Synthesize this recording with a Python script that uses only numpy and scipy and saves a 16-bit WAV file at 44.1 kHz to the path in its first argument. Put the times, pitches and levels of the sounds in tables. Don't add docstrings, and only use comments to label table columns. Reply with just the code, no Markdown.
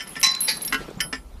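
import sys
import numpy as np
from scipy import signal
from scipy.fft import rfft, irfft
from scipy.io import wavfile
from scipy.ndimage import uniform_filter1d

SR = 44100
rng = np.random.default_rng(int(sys.argv[2]) if len(sys.argv) > 2 else 0)


def magnitude_from_level(level_db):
    exponent = np.asarray(level_db, float) / 20
    return 10 ** exponent


def master_out(mix):
    frames = np.transpose(np.atleast_2d(mix))
    ceiling = np.clip(frames, -1, 1)
    pcm = np.round(ceiling * 32767).astype(np.int16)
    wavfile.write(sys.argv[1], SR, pcm)


N = 61739

# f/Hz, density/dB per Hz
WIND_COLOUR = [(110, -21), (150, 4.5), (280, -3), (500, -9), (1400, -15)]
# t/s, wind level/dB, rumble level/dB
GUSTS = [(0, -45.5, -57), (.5, -43.5, -63), (.62, -39.5, -52), (1.05, -41.5, -48), (1.25, -50, -43),
         (1.4, -52, -42.5)]
# f/Hz, density/dB per Hz
HISS_COLOUR = [(300, -10), (1500, -19.5), (15000, -31)]
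# t/s, level/dB
SLIDE_LEVEL = [(0, -48.5), (.12, -47.5), (.4, -43), (.7, -46.5), (.83, -43.5), (.88, -48), (1.1, -62),
               (1.22, -79)]
# f/Hz, density/dB per Hz
SCRAPE_COLOUR = [(400, -14.5), (2000, -9.5), (5400, -18.5), (15000, -34)]
# t/s, peak level/dB, f/Hz
THUMPS = [
    (0.806, -27, 437),
    (0.814, -25.5, 384),
    (0.883, -25, 450),
    (0.889, -23, 360),
    (0.912, -24, 425),
    (0.971, -24.5, 177.5),
]
# t/s, peak level/dB, centre f/Hz, decay/s
TICKS = [(.0745, -34, 9000, 0.0011), (0.1555, -20, 2510, 0.0027), (0.161, -32, 7480, .002),
         (0.206, -24, 7500, 0.0011), (0.2142, -14.5, 10500, .0015), (0.214, -20, 3500, 0.0022),
         (0.3498, -11, 5500, 0.0019), (0.4053, -20, 6540, 0.002), (0.4205, -21, 5000, .0015),
         (.431, -31, 6860, 0.0016), (.569, -27, 8500, .0015), (0.611, -24.5, 4000, 0.0029),
         (0.6166, -26, 5860, 0.0018), (0.649, -19, 5000, 0.0019), (0.659, -40, 5340, .002),
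         (0.678, -16, 4570, 0.0016), (.7286, -21.5, 8300, 0.0051), (.903, -40, 8200, 0.0039),
         (0.956, -41, 5160, 0.0017), (.994, -29, 2000, 0.0032), (1.0062, -16, 7700, 0.0079)]
SINGING_HZ = [840, 1070, 3976, 3976, 4017, 4057.5, 4057.5, 4760, 1793, 2067, 7600, 7000, 7600, 5500, 7500,
              8650, 5500, 430, 7200, 10640, 13360, 11220, 7569]
SINGING_START = [.231, .231, .234, .305, .236, .238, .295, .305, .153, .156, .006, .33, .353, .442, .541,
                 .684, .679, .728, .972, 1.014, 1.008, 1.01, 1.1535]
# level/dB, hold/s, t60/s
SINGING = [(-39.5, 0.013, 0.47), (-27, 0.019, 0.44), (-19, 0.027, 0.11), (-35.5, 0.054, 0.32),
           (-17.5, 0.056, 0.28), (-27.5, .018, 0.057), (-29.5, 0.059, 0.62), (-33, 0.015, 0.19),
           (-38.5, 0.033, 0.22), (-42, 0.017, .15), (-50, 0.017, .1), (-46, 0.018, .08), (-44, .006, .05),
           (-43, .015, .12), (-45, .006, 0.05), (-49, .008, 0.074), (-26.5, 0.0046, 0.033),
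           (-38.5, 0.039, 0.11), (-54.5, 0.013, .08), (-31.5, 0.013, 0.41), (-44.5, 0.023, 0.29),
           (-44, .03, .3), (-48, 0.0054, .15)]
# t/s, peak level/dB
TOP_HITS = [
    (0.2298, -4),
    (0.2342, -14.5),
    (0.2466, -15.5),
    (0.262, -16),
]
MID_HITS = [
    (0.438, -34.5),
    (0.4763, -17.5),
    (0.482, -9.5),
    (0.4881, -12.5),
    (.506, -20.5),
    (0.54, -27.5),
    (.627, -32),
    (0.6782, -31.5),
]
LOW_HITS = [
    (0.725, -8),
    (0.744, -8.5),
]
POST_HITS = [
    (0.0, -25),
    (0.0058, -18),
    (0.0193, -29),
    (0.071, -32),
    (1.004, -9),
    (1.0107, -24),
    (1.0385, -27),
]
LATCH_HITS = [
    (0.1643, -23.5),
    (1.1272, -16),
    (1.138, -22.5),
    (1.1535, -30.5),
]
TOP_HZ = [996, 1150, 1863, 2100, 4700, 5190, 5312, 5566, 5640, 6955, 7900]
MID_HZ = [520, 880, 1707, 1900, 2195, 2536, 4027, 4350, 4581, 4735, 5502, 7531]
LOW_HZ = [271, 1072, 1350, 1475, 1618, 1927, 2080, 2740, 2988, 5080]
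POST_HZ = [1350, 1475, 1782, 1970, 2223, 3020, 3122, 4931, 5163, 5410, 5776, 8818]
LATCH_HZ = [258, 436, 1061, 1347, 1782, 1922, 2288, 2821, 3445, 4743, 5125, 5529]
# level/dB, t60/s
TOP_MODES = [(-24, .3), (-24, .2), (-15, .35), (-8, .1), (-16, .25), (-12, .2), (-7, .2), (-4, .22),
             (-5, .22), (-18, .25), (-12, .08)]
MID_MODES = [(-8, 0.068), (-7, 0.09), (-9, 0.3), (-5, .15), (-2, 0.19), (-18, 0.1), (-2, 0.36), (-11, 0.2),
             (-7, 0.25), (-6, .2), (-8, 0.17), (-14, 0.057)]
LOW_MODES = [(-5, .15), (-4, .12), (-7, .3), (-1, .13), (-5, .2), (-10, .2), (-10, .15), (-4, .1),
             (-5, .11), (-10, .11)]
POST_MODES = [(-17, .3), (-9, .15), (-3, .12), (-9, .09), (-5, .075), (-6, .13), (-6, .13), (-3, .088),
              (-4, .13), (-3, .1), (-8, .09), (-11, .075)]
LATCH_MODES = [(-3, .1), (-12, .12), (-12, .08), (-12, .4), (0, .11), (-5, .1), (-13, .12), (-8, .09),
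               (-10, .06), (-16, .13), (-5, .13), (-11, .11)]
# f/Hz, density/dB per Hz
TOP_CLANG = [(700, -19), (1100, -11), (2100, 1), (4200, -6), (5600, 4), (8000, -4.5), (14500, -11)]
MID_CLANG = [(400, -24), (2000, -3.5), (3000, -7.5), (4500, 0.5), (6000, -5.5), (8000, -18), (11000, -41)]
LOW_CLANG = [(600, -25), (1500, 7), (2900, -5), (5000, -7), (13500, -22)]
POST_CLANG = [(900, -13.5), (1900, 0.5), (3050, 1), (4100, -12.5), (5300, 0.5), (6800, -17), (10000, -12),
              (14500, -47)]
LATCH_CLANG = [(500, -11.5), (1800, 3.5), (3000, -2.5), (4100, -10.5), (5200, -3), (7000, -9.5),
               (9500, -13), (11000, -43)]
# f/Hz, t60/s
CLANG_T60 = [(500, 0.12), (2000, 0.13), (5000, 0.14), (12000, 0.025)]
# level/dB, clear modes level/dB, clang time factor, chatter/s
TUBES = [
    (-11, -1, 1.94, 0.006),
    (-10.5, 0, 1.26, 0.019),
    (-14, 5, 0.66, 0.0042),
    (-13.5, 6.5, 0.67, 0.0024),
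    (-12, 9.5, 0.95, 0.0047),
]
# t/s, peak level/dB, free ring/s, side modes level/dB
CHINKS = [(0.0205, -43, 0.027, 11.5), (.042, -44, 0.027, 5), (.0747, -30.5, 0.042, -10),
          (.092, -30, 0.098, -4), (0.1978, -19.5, 0.0083, -6), (.2134, -33, 0.011, 10),
          (0.2294, -21.5, 0.02, 4), (0.263, -26, 0.0097, 6), (.3117, -25, 0.0081, -8),
          (.4058, -10, 0.068, 0), (0.483, -17.5, 0.029, -1), (0.5087, -25.5, 0.1, 4),
          (0.57, -22.5, 0.0096, -8), (.612, -26.5, 0.0087, -3), (.6185, -16, 0.014, -5),
          (.6485, -25, 0.073, 14.5), (.660, -21, .02, -4), (0.7275, -39.5, 0.1, 15.5),
          (1.0056, -24.5, .014, 3.5)]
# f/Hz, level/dB, t60/s
LINK_MODES = [(10620, 0, .5), (11230, -6, .22), (11340, -6, .17), (10560, -8, .1), (12660, -10, .17),
              (12780, -12, .2), (13380, -12, .45), (11450, -9, .08)]


def evened(x):
    return x / np.sqrt(np.mean(x ** 2) + 1e-20)


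def read(points, hz):
    f, value = np.transpose(points)
    return np.interp(np.log(hz + 1), np.log(f + 1), value)


def curve(rows, axis):
    rows = np.array(rows)
    return magnitude_from_level(np.interp(np.arange(N) / SR, rows[:, 0], rows[:, axis]))


def lumps(size):
    smooth = uniform_filter1d(rng.standard_normal(N), size=size)
    return evened(uniform_filter1d(smooth, size=size))


def add(mix, s, sound):
    part = mix[max(round(s * SR), 0):][:len(sound)]
    part += sound[:len(part)]


def ring(hz, db, t60, phase, size=SR // 2):
    t = np.arange(size) / SR
    fall_db = db[:, None] - 60 * t / np.maximum(t60, .004)[:, None]
    return (magnitude_from_level(fall_db) * np.sin(2 * np.pi * hz[:, None] * t + phase)).sum(0)


def noise(colour, patchy_db):
    frames, hz = N // 128 + 6, np.fft.rfftfreq(512, 1 / SR)
    real, imag, patches = rng.standard_normal((frames, 257, 3)).T
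    patches = uniform_filter1d(patches, size=6, axis=0)
    patches = evened(uniform_filter1d(patches, size=10, axis=1))
    inside = (hz <= colour[-1][0])[:, None]
    level_db = read(colour, hz)[:, None] + min(patchy_db, 3) * patches
    spectrum = (real + 1j * imag) * magnitude_from_level(level_db) * inside
    return evened(signal.istft(spectrum, nperseg=512, noverlap=384)[1][:N])


def hiss():
    return magnitude_from_level(-55.5) * noise(HISS_COLOUR, patchy_db=6.5)


def wind():
    hz = np.fft.rfftfreq(N, 1 / SR)
    white = rfft(rng.standard_normal((2, N)))
    inside = (hz > WIND_COLOUR[0][0]) & (hz < WIND_COLOUR[-1][0])
    body = irfft(white[0] * magnitude_from_level(read(WIND_COLOUR, hz)) * inside, N)
    deep = irfft(white[1] * (hz > 30) / (1 + (hz / 62) ** 6), N)
    gusty = evened(body) * curve(GUSTS, axis=1) * magnitude_from_level(-3.0 + 1.9 * lumps(700))
    rumble = evened(deep) * curve(GUSTS, axis=2) * magnitude_from_level(2.6 * lumps(700))
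    return gusty + rumble


def thumps():
    out = np.zeros(N)
    for s, peak_db, hz in THUMPS:
        cycles = np.arange(4000) / SR * hz
        shape = np.minimum(cycles / 0.29, 1) * np.exp(-cycles * hz / 330)
        add(out, s, magnitude_from_level(peak_db + 1.5) * np.sin(2 * np.pi * cycles) * shape)
    return out


def sliding():
    return curve(SLIDE_LEVEL, axis=1) * noise(SCRAPE_COLOUR, patchy_db=5.0)


def ticks():
    out, t = np.zeros(N), np.arange(400) / SR
    bursts = rng.standard_normal((len(TICKS), 400))
    for (s, peak_db, hz, decay), burst in zip(TICKS, bursts):
        hz = np.clip(hz, 1500, 12000)
        b, a = signal.butter(2, [hz * 0.52, min(hz * 1.27, 13800)], "bandpass", fs=SR)
        tick = evened(signal.lfilter(b, a, burst)) * np.exp(-t / max(decay, .0004))
        add(out, s, magnitude_from_level(peak_db - 8.0) * tick)
    return out


def singing():
    t, out = np.arange(N) / SR, np.zeros(N)
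    rise_s, beat_crest_s = .003, .3457
    for hz, s, (db, hold, t60) in zip(SINGING_HZ, SINGING_START, SINGING):
        swell = np.clip((t - s) / rise_s, 0, 1)
        fall_db = -60 * np.maximum(t - s - hold, 0) / t60
        out += swell * magnitude_from_level(db + fall_db) * np.cos(2 * np.pi * hz * (t - beat_crest_s))
    return out


def clang_crowd(hz, clang, longer):
    near_share, near_spread = .25, 0.043
    crowd_hz, spread, phase, pick, choice = rng.random((900, 5)).T
    crowd_hz = clang[0][0] + (clang[-1][0] - clang[0][0]) * crowd_hz ** 1.3
    near_hz = hz[(choice * len(hz)).astype(int)] * (1 + near_spread * (2 * phase - 1))
    crowd_hz = np.where((pick < near_share) & (near_hz > 2000), near_hz, crowd_hz)
    t60 = longer * read(CLANG_T60, crowd_hz) * (0.19 + spread)
    crowd = ring(crowd_hz, read(clang, crowd_hz), t60, 2 * np.pi * phase[:, None], size=SR // 4)
    return crowd / np.sqrt(np.mean(crowd[:400] ** 2))


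def tube(hits, hz, modes, clang, level_db, ring_db, longer, chatter):
    out, hz, (db, t60) = np.zeros(N), np.array(hz), np.transpose(modes)
    crowd = clang_crowd(hz, clang, longer)
    body = ring(hz, db, t60, 0) / np.sqrt(np.sum(magnitude_from_level(db) ** 2))
    body *= 1 - np.exp(-np.arange(len(body)) / SR / .0018)
    t = np.arange(2000) / SR
    draws = rng.random((len(hits), 2, 2000))
    for (s, peak_db), (when, size) in zip(hits, draws):
        taps = (when < 900 / SR) * (2 * size - 1) * np.exp(-t / max(chatter, .001))
        taps[0] = 1.2
        clatter = signal.fftconvolve(taps / np.linalg.norm(taps), crowd)
        add(out, s, magnitude_from_level(peak_db + level_db + ring_db) * body)
        add(out, s, magnitude_from_level(peak_db + level_db) * clatter)
    return out


def gate():
    hits = [TOP_HITS, MID_HITS, LOW_HITS, POST_HITS, LATCH_HITS]
    pitches = [TOP_HZ, MID_HZ, LOW_HZ, POST_HZ, LATCH_HZ]
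    modes = [TOP_MODES, MID_MODES, LOW_MODES, POST_MODES, LATCH_MODES]
    clangs = [TOP_CLANG, MID_CLANG, LOW_CLANG, POST_CLANG, LATCH_CLANG]
    parts = zip(hits, pitches, modes, clangs, TUBES)
    tubes = sum(tube(h, f, m, c, *settings) for h, f, m, c, settings in parts)
    return signal.lfilter(*signal.butter(2, 220, "highpass", fs=SR), tubes)


def links():
    detune, swing, choke_s = .002, 0.0055, 0.0042
    out, (hz, db, t60) = np.zeros(N), np.transpose(LINK_MODES)
    side = (hz > 11000) & (hz < 13000)
    t = np.arange(SR // 2) / SR
    draws = rng.random((len(CHINKS), 3, len(hz), 1))
    for (s, peak_db, free, side_db), (shift, start, speed) in zip(CHINKS, draws):
        waver_hz = 12 + 25 * speed
        waver = swing * hz[:, None] / waver_hz * np.sin(2 * np.pi * (waver_hz * t + shift))
        link_hz = hz * (1 + detune * (2 * shift[:, 0] - 1))
        chime = ring(link_hz, db + side * side_db, t60, 2 * np.pi * start + waver)
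        choke = 0.062 + 0.58 * np.exp(-np.maximum(t - free, 0) / choke_s)
        add(out, s, magnitude_from_level(peak_db - 5.5) * chime * choke * np.minimum(t / 0.00051, 1))
    return out * magnitude_from_level(2.1 * lumps(150))


def scene():
    background = hiss() + wind()
    steel = thumps() + singing() + gate()
    chain = sliding() + ticks() + links()
    return (background + steel + chain)[None]


def low_pass(x):
    return signal.sosfilt(signal.butter(12, 15190, fs=SR, output="sos"), x)


def record(dry):
    edge = signal.firwin(255, 14900, window=("kaiser", 9), fs=SR)
    mix = signal.oaconvolve(dry, edge[None], "same")
    return low_pass(mix)


dry = scene()
out = record(dry)
master_out(out)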